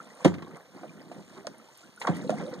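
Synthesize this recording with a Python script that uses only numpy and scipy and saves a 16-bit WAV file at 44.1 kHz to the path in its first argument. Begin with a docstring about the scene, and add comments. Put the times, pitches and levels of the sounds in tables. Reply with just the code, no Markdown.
"""Water sloshes, burbles and fizzes close by, over a faint outdoor hiss: a canoe on a calm creek.
A paddle blade slaps in with a pressure spike and a splash, and the air pocket behind it gulps shut.
The shaft knocks on the gunwale and the hull booms, each in its own modes; spray and drips fall back.
Bubbles ring as damped oscillators, and an eddy's air funnel gurgles behind the last stroke.
Boats and banks return a thin echo, and two closely spaced microphone ports pick it all up."""
import sys
import numpy as np
from scipy import signal
from scipy.fft import rfft, irfft
from scipy.io import wavfile

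SR = 44100
rng = np.random.default_rng(int(sys.argv[2]) if len(sys.argv) > 2 else 0)


def persist_wave(psi):
    """Save psi, clipped to +-1, as 16-bit WAV."""
    counts = np.round(np.clip(psi, -1, 1) * 32767).astype(np.int16)
    wavfile.write(sys.argv[1], SR, np.atleast_2d(counts).T)


N = 114660
TIME, FREQ = np.arange(N) / SR, np.fft.rfftfreq(N, 1 / SR)


def amp(db):
    """Decibels to amplitude ratio."""
    return 10 ** (np.asarray(db) / 20)


def unit(x):
    """Normalisation to rms 1."""
    return x / np.sqrt(np.mean(x ** 2) + 1e-20)


def read(points, hz):
    """Interpolation on a log-frequency axis."""
    f, value = np.transpose(points)
    return np.interp(np.log(hz + 1), np.log(f + 1), value)


def add(mix, s, sound):
    """Superposition: a sound joins the mix at time s."""
    part = mix[max(round(s * SR), 0):][:len(sound)]
    part += sound[:len(part)]


def coloured(x, shape_db):
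    """Spectral shaping of x, at rms 1."""
    return unit(irfft(rfft(x) * amp(shape_db), N))


def drift(fastest_hz):
    """Low-passed noise: slow random motion, at rms 1."""
    return coloured(rng.standard_normal(N), -10 * np.log10(1 + (FREQ / fastest_hz) ** 6))


def bubble(hz, decay, rise, climb, wobble=0):
    """Damped oscillator: nearing the surface, its pitch rises by the share `climb` per decay time."""
    t = TIME[:int(8 * decay * SR) + 8]
    waver = wobble * drift(fastest_hz=70)[:len(t)] if wobble else 0
    pitch = hz * (1 + climb * t / decay + waver)
    envelope = (1 - np.exp(-t / rise)) * np.exp(-t / decay)
    return envelope * np.sin(2 * np.pi * np.cumsum(pitch) / SR)


def swarm(low_hz, high_hz, per_s, cycles, spread_db, tilt_db, climb, count=28):
    """Poisson process: bubbles of `count` sizes ring at random moments, at rms 1."""
    out = np.zeros(N)
    for hz in np.geomspace(low_hz, high_hz, count):
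        births = rng.random(N) < per_s / count / SR
        strength = amp(spread_db * np.minimum(rng.exponential(1, N), 3.5))
        ring = bubble(hz, cycles / hz, .5 / hz, climb)
        tilt = amp(tilt_db * np.log2(hz / low_hz))
        out += tilt * signal.oaconvolve(births * strength, ring / np.linalg.norm(ring))[:N]
    return unit(out)


def water():
    """Bubble resonance falls with size: the stirred wake sloshes low, burbles higher and fizzes on top."""
    # stirred water (time [s], slosh level [dB], burble level [dB], fizz level [dB])
    wake = [(0, -55.5, -52.5, -61), (.18, -62.5, -51.5, -60.5), (0.229, -59, -44.5, -56),
            (.33, -40, -48, -80), (.48, -49, -50, -64.5), (.55, -43, -47, -66), (.6, -83, -52.5, -69),
            (.71, -63, -61.5, -67), (0.748, -48.5, -50.5, -64), (.9, -50, -55, -64),
            (1.0, -50, -51.5, -67.5), (1.199, -47.5, -56, -62), (1.26, -61, -56.5, -62),
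            (1.379, -47, -51, -58.5), (1.43, -51.5, -57.5, -67), (1.53, -52.5, -54, -66),
            (1.66, -62, -57, -64), (1.8, -79.5, -66.5, -57.5), (1.87, -52.5, -54.5, -62.5),
            (1.96, -69.5, -74.5, -64.5), (2.039, -49.5, -36.5, -60), (2.15, -39.5, -42, -59.5),
            (2.27, -38.5, -48, -57), (2.4, -38, -41, -54.5), (2.6, -46, -48.5, -62.5)]
    s, *levels = np.transpose(wake)
    slosh, burble, fizz = (amp(np.interp(TIME, s, level)) for level in levels)
    eddies = swarm(170, 403, per_s=470, cycles=0.95, spread_db=4, tilt_db=-1, climb=0.014, count=16)
    froth = swarm(460, 2170, per_s=1100, cycles=3.1, spread_db=1.5, tilt_db=-4, climb=0.061)
    plinks = swarm(776, 4470, per_s=420, cycles=5.5, spread_db=6.5, tilt_db=-3, climb=0.027)
    spray = swarm(1947, 9840, per_s=4000, cycles=2.5, spread_db=3.5, tilt_db=-0.5, climb=0.026)
    lapping = amp(3 * drift(fastest_hz=22.2))  # wavelets make the level flutter
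    return slosh * eddies + burble * (amp(-2.5) * froth * lapping + amp(-12) * plinks) + fizz * spray


def hiss():
    """Stationary broadband noise: the faint outdoor background."""
    # hiss spectrum (frequency [Hz], relative density [dB])
    spectrum = [(40, -4.5), (150, -7), (500, -8), (1200, -7.5), (2600, -17.5), (5000, -21.5), (8500, -27.5),
                (11000, -20), (15000, -11)]
    return amp(-55.5) * coloured(rng.standard_normal(N), read(spectrum, FREQ))


def gulps():
    """Minnaert resonance: air dragged under rings as it closes, wavering as the pocket changes shape."""
    # air pockets and large bubbles (time [s], level [dB], pitch [Hz], decay [s])
    pockets = [(.002, -28, 1295, 0.0041), (.2485, 2.5, 487, 0.0014), (0.2519, -15.5, 298, 0.0094),
               (0.2592, -8, 333, 0.0077), (.2654, -23, 371, 0.02), (.425, -34, 1030, 0.0056),
               (0.466, -41, 1065, 0.009), (.554, -33, 530, 0.0037), (.832, -34, 677, 0.0053),
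               (1.115, -21.5, 627, 0.0026), (1.167, -32.5, 450, 0.0021), (1.372, -38, 374, 0.025),
               (1.447, -33, 657, 0.012), (1.470, -24.5, 551, 0.0051), (1.599, -41.5, 1270, 0.0044),
               (1.686, -47.5, 890, .008), (1.832, -48, 1442, 0.016), (1.976, -38.5, 1387, 0.0057),
               (2.015, -23.5, 920, 0.0038), (2.072, -12, 1105, .0038), (2.078, -12, 667, 0.0028),
               (2.089, -19, 274.7, .014), (2.097, -18, 163, 0.013), (2.245, -28.5, 490, .015),
               (2.2948, -4, 580, 0.0025), (2.2953, -30.5, 1390, 0.0048), (2.300, -23.5, 212, 0.012),
               (2.303, -25, 425, 0.0042), (2.324, -20, 667, 0.0087), (2.337, -26.5, 218, 0.02),
               (2.409, -26, 443, 0.0039), (2.475, -30.5, 552, .006)]
    out = np.zeros(N)
    for s, db, hz, decay in pockets:
        add(out, s, amp(db) * bubble(hz, decay, rise=0.00098, climb=0.038, wobble=0.024))
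    return out


def drips():
    """Air entrainment: each drip traps a tiny bubble that rings high."""
    # drips off the blades (time [s], level [dB], pitch [Hz])
    drops = [(0.104, -43, 1890), (0.1509, -44, 8800), (.613, -45, 11600), (0.894, -41.5, 2330),
             (1.003, -46, 1910), (1.0177, -46, 4840), (1.583, -39, 10050), (1.962, -43, 9200),
             (2.119, -46, 3520), (2.168, -37, 1920), (2.220, -45.5, 6750), (2.277, -42.5, 4000),
             (2.383, -34, 2030)]
    out = np.zeros(N)
    for s, db, hz in drops:
        add(out, s, amp(db) * bubble(hz, decay=11 / hz, rise=.5 / hz, climb=0.038))
    return out


def splashes():
    """Incoherent summation: tiny droplet impacts merge into a band of noise that dies quickly."""
    # slaps, spray and ticks (time [s], level [dB], centre [Hz], skirt [dB/octave], decay [s])
    bursts = [(.203, -41.5, 830, 29, 0.011), (0.2461, -22.5, 2130, 9, 0.0059),
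              (.2490, -15.5, 438, 8.5, 0.016), (.276, -37.5, 2600, 7, 0.0068), (.319, -37.5, 800, 21, .008),
              (0.34, -37, 1590, 11, 0.0083), (.382, -44.5, 1870, 14, 0.0089),
              (0.422, -39.5, 1506, 11, 0.0074), (0.557, -47, 1190, 4, 0.0059),
              (.832, -36.5, 540, 12.5, 0.015), (1.115, -42, 610, 8, 0.014), (1.166, -44, 646, 23, 0.0087),
              (1.4697, -30, 860, 7.5, 0.0053), (1.998, -47, 7800, 6, 0.057), (2.015, -32, 2300, 19, 0.01),
              (2.022, -33.5, 2940, 18, 0.0023), (2.0495, -23, 910, 21.5, 0.0049),
              (2.0727, -24.5, 1730, 12, 0.0038), (2.078, -23.5, 594, 11.5, 0.019),
              (2.143, -46, 1590, 6.5, 0.047), (2.2945, -27.5, 2110, 10, 0.0025),
              (2.302, -27, 251, 8, 0.015), (2.396, -35, 800, 11, 0.011), (2.409, -35.5, 700, 10, 0.0059),
              (2.538, -43, 3980, 22, 0.0064), (0.568, -45, 8300, 17, 0.0022),
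              (1.773, -40.5, 11900, 31.5, 0.0048), (2.165, -39.5, 11000, 10, 0.006),
              (2.4998, -44, 12000, 31, 0.0034)]
    rise_s, grain_db, rounding_oct = 0.00097, 2, 0.18
    out = np.zeros(N)
    for s, db, hz, skirt, decay in bursts:
        impacts = rng.standard_normal(N) * amp(grain_db * rng.standard_normal(N))
        octaves_away = np.hypot(np.log2((FREQ + 1) / hz), rounding_oct)
        band = coloured(impacts, -skirt * octaves_away)
        envelope = (1 - np.exp(-TIME / rise_s)) * np.exp(-TIME / decay)
        add(out, s, amp(db) * unit(band * envelope) * np.sqrt(np.mean(envelope ** 2)))
    return out


def cracks():
    """Impact transient: first contact with the water is a pressure spike that decays in one cycle."""
    # contacts of a blade or a heavy drop (time [s], peak level [dB], centre [Hz])
    contacts = [(0.2457, -30, 6540), (0.2476, -18.5, 3280), (1.4695, -18.5, 5200), (1.7735, -41.5, 11500),
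                (2.0712, -22.5, 5500), (2.166, -41, 11500), (2.3048, -26, 7000)]
    out = np.zeros(N)
    for s, db, hz in contacts:
        spike = np.exp(-TIME * hz) * np.sin(2 * np.pi * hz * TIME)
        add(out, s, amp(db) * spike / abs(spike).max())
    return out


def struck(blows, modes, rise_s, detune):
    """Modal superposition: each blow excites the same damped modes, randomly detuned."""
    out, t = np.zeros(N), TIME[:SR // 2]
    for s, db in blows:
        shifts = 1 + detune * rng.standard_normal(len(modes))
        ring = sum(amp(mode_db - 60 * t / t60) * np.sin(2 * np.pi * hz * shift * t)
                   for (hz, mode_db, t60), shift in zip(modes, shifts))
        add(out, s, amp(db) * ring * (1 - np.exp(-t / rise_s)))
    return out


def shaft():
    """Free vibration: the paddle shaft clacks after striking the gunwale."""
    # knocks on the gunwale (time [s], level [dB])
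    knocks = [(.2472, -28), (.277, -37.5), (2.0148, -39), (2.0707, -33.5)]
    # shaft modes (frequency [Hz], level [dB], t60 [s])
    modes = [(932.4, -5.5, 0.19), (1168, -2.5, 0.086), (1510, -4.5, 0.087), (1935, 4, 0.042),
             (2146, 2.5, 0.047), (3127, -2, 0.055), (4000, -34, 0.045), (6940, -20, 0.2)]
    return struck(knocks, modes, rise_s=0.00097, detune=0.02)


def hull():
    """Shell resonance: the hollow hull booms, its modes varying by blow as the waterline shifts."""
    # blows on the hull (time [s], level [dB])
    thumps = [(.2525, -11.5), (0.516, -51.5), (1.179, -42), (2.092, -22), (2.297, -34.5), (2.405, -34)]
    # hull modes (frequency [Hz], level [dB], t60 [s])
    modes = [(95.4, -14, 0.35), (149, -25.5, 0.2), (174.3, -1, 0.18), (197.6, -6, 0.22),
             (300.6, -2.5, 0.15), (372, -2.5, 0.092), (391, -11.5, 0.049), (540.4, 1, 0.078),
             (696, -12, 0.078), (738.6, -10.5, 0.07)]
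    return struck(thumps, modes, rise_s=0.0013, detune=0.0039)


def funnel():
    """Randomly driven resonance: turbulence keeps an eddy's air funnel gurgling; it rises, then sinks."""
    # funnel behind the last stroke (time [s], level [dB], pitch [Hz])
    course = [(2.385, -64, 490), (2.411, -37, 517.5), (2.452, -39.5, 537), (2.487, -40.5, 563),
              (2.535, -40, 527.6), (2.59, -66, 530)]
    flutter_hz = 47.3
    s, db, hz = np.transpose(course)
    carrier = np.exp(2j * np.pi * np.cumsum(np.interp(TIME, s, hz)) / SR)
    turbulence = drift(flutter_hz) + 1j * drift(flutter_hz)
    gurgle = unit((carrier * turbulence).real)
    return gurgle * amp(np.interp(TIME, s, db)) * (TIME > s[0])


def echo(x):
    """Reverberation: scattered reflections form an exponentially decaying tail."""
    # echo off boats and banks (frequency [Hz], t60 [s])
    decay_times = [(150, 0.46), (600, 0.063), (2000, 0.3), (9000, 0.36)]
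    hz, t, noise = signal.stft(rng.standard_normal(SR // 2), SR, nperseg=256)
    fade = amp(-60 * t / read(decay_times, hz)[:, None])
    tail = signal.istft(noise * fade, SR, nperseg=256)[1]
    return signal.fftconvolve(x, tail / np.linalg.norm(tail))[:N]


def scatter(x):
    """Decorrelation: each microphone port also receives an echo of its own."""
    # spectrum of the unshared echo (frequency [Hz], gain [dB])
    spectrum = [(100, -19), (700, -2.5), (1500, -19), (2500, -29.5), (12000, -18)]
    echoes = np.array([echo(x), echo(x)])
    return irfft(rfft(echoes) * amp(read(spectrum, FREQ)), N)


def ports(x):
    """Phase and level differences: two close microphone ports hear one sound slightly differently."""
    # the left port's lead in the bass (frequency [Hz], phase [rad])
    bass_lead = [(40, 1.8), (90, 1.7), (172, 1.27), (300, .7), (520, .25), (1300, 0)]
    # balance of the ports (frequency [Hz], left minus right [dB])
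    balance = [(60, -1), (200, -1), (500, -4), (1500, 0), (9000, -0.2)]
    lag_s, lag_from_hz = 1 / 2600, 1300
    lead = read(bass_lead, FREQ) - 2 * np.pi * lag_s * np.maximum(FREQ - lag_from_hz, 0)
    left = np.exp(.5j * lead) * amp(read(balance, FREQ) / 2)
    return irfft(rfft(x) * np.array([left, 1 / left]), N)


def scene():
    """Superposition of strokes, wake, echo and hiss at the two ports."""
    near = cracks() + splashes() + gulps() + drips() + funnel() + hull() + shaft() + water()
    unshared_echo = scatter(near)
    shared = ports(near + amp(-17) * echo(near) + hiss())
    return shared + unshared_echo + amp(-33) * np.array([hiss(), hiss()])


def record(dry):
    """Frequency response: the microphone thins the deep bass and top treble, and the band is limited."""
    # microphone response (frequency [Hz], gain [dB])
    response = [(3000, -1), (8500, 2.0), (11500, -8), (15000, -20)]
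    low_cut_hz, edge_hz = 105, 15400
    shaped = irfft(rfft(dry) * amp(read(response, FREQ)), N)
    thinned = signal.sosfilt(signal.butter(3, low_cut_hz, "highpass", fs=SR, output="sos"), shaped)
    band_limit = signal.firwin(511, edge_hz, window=("kaiser", 9), fs=SR)
    return signal.oaconvolve(thinned, band_limit[None], "same")


dry = scene()
out = record(dry)
persist_wave(out)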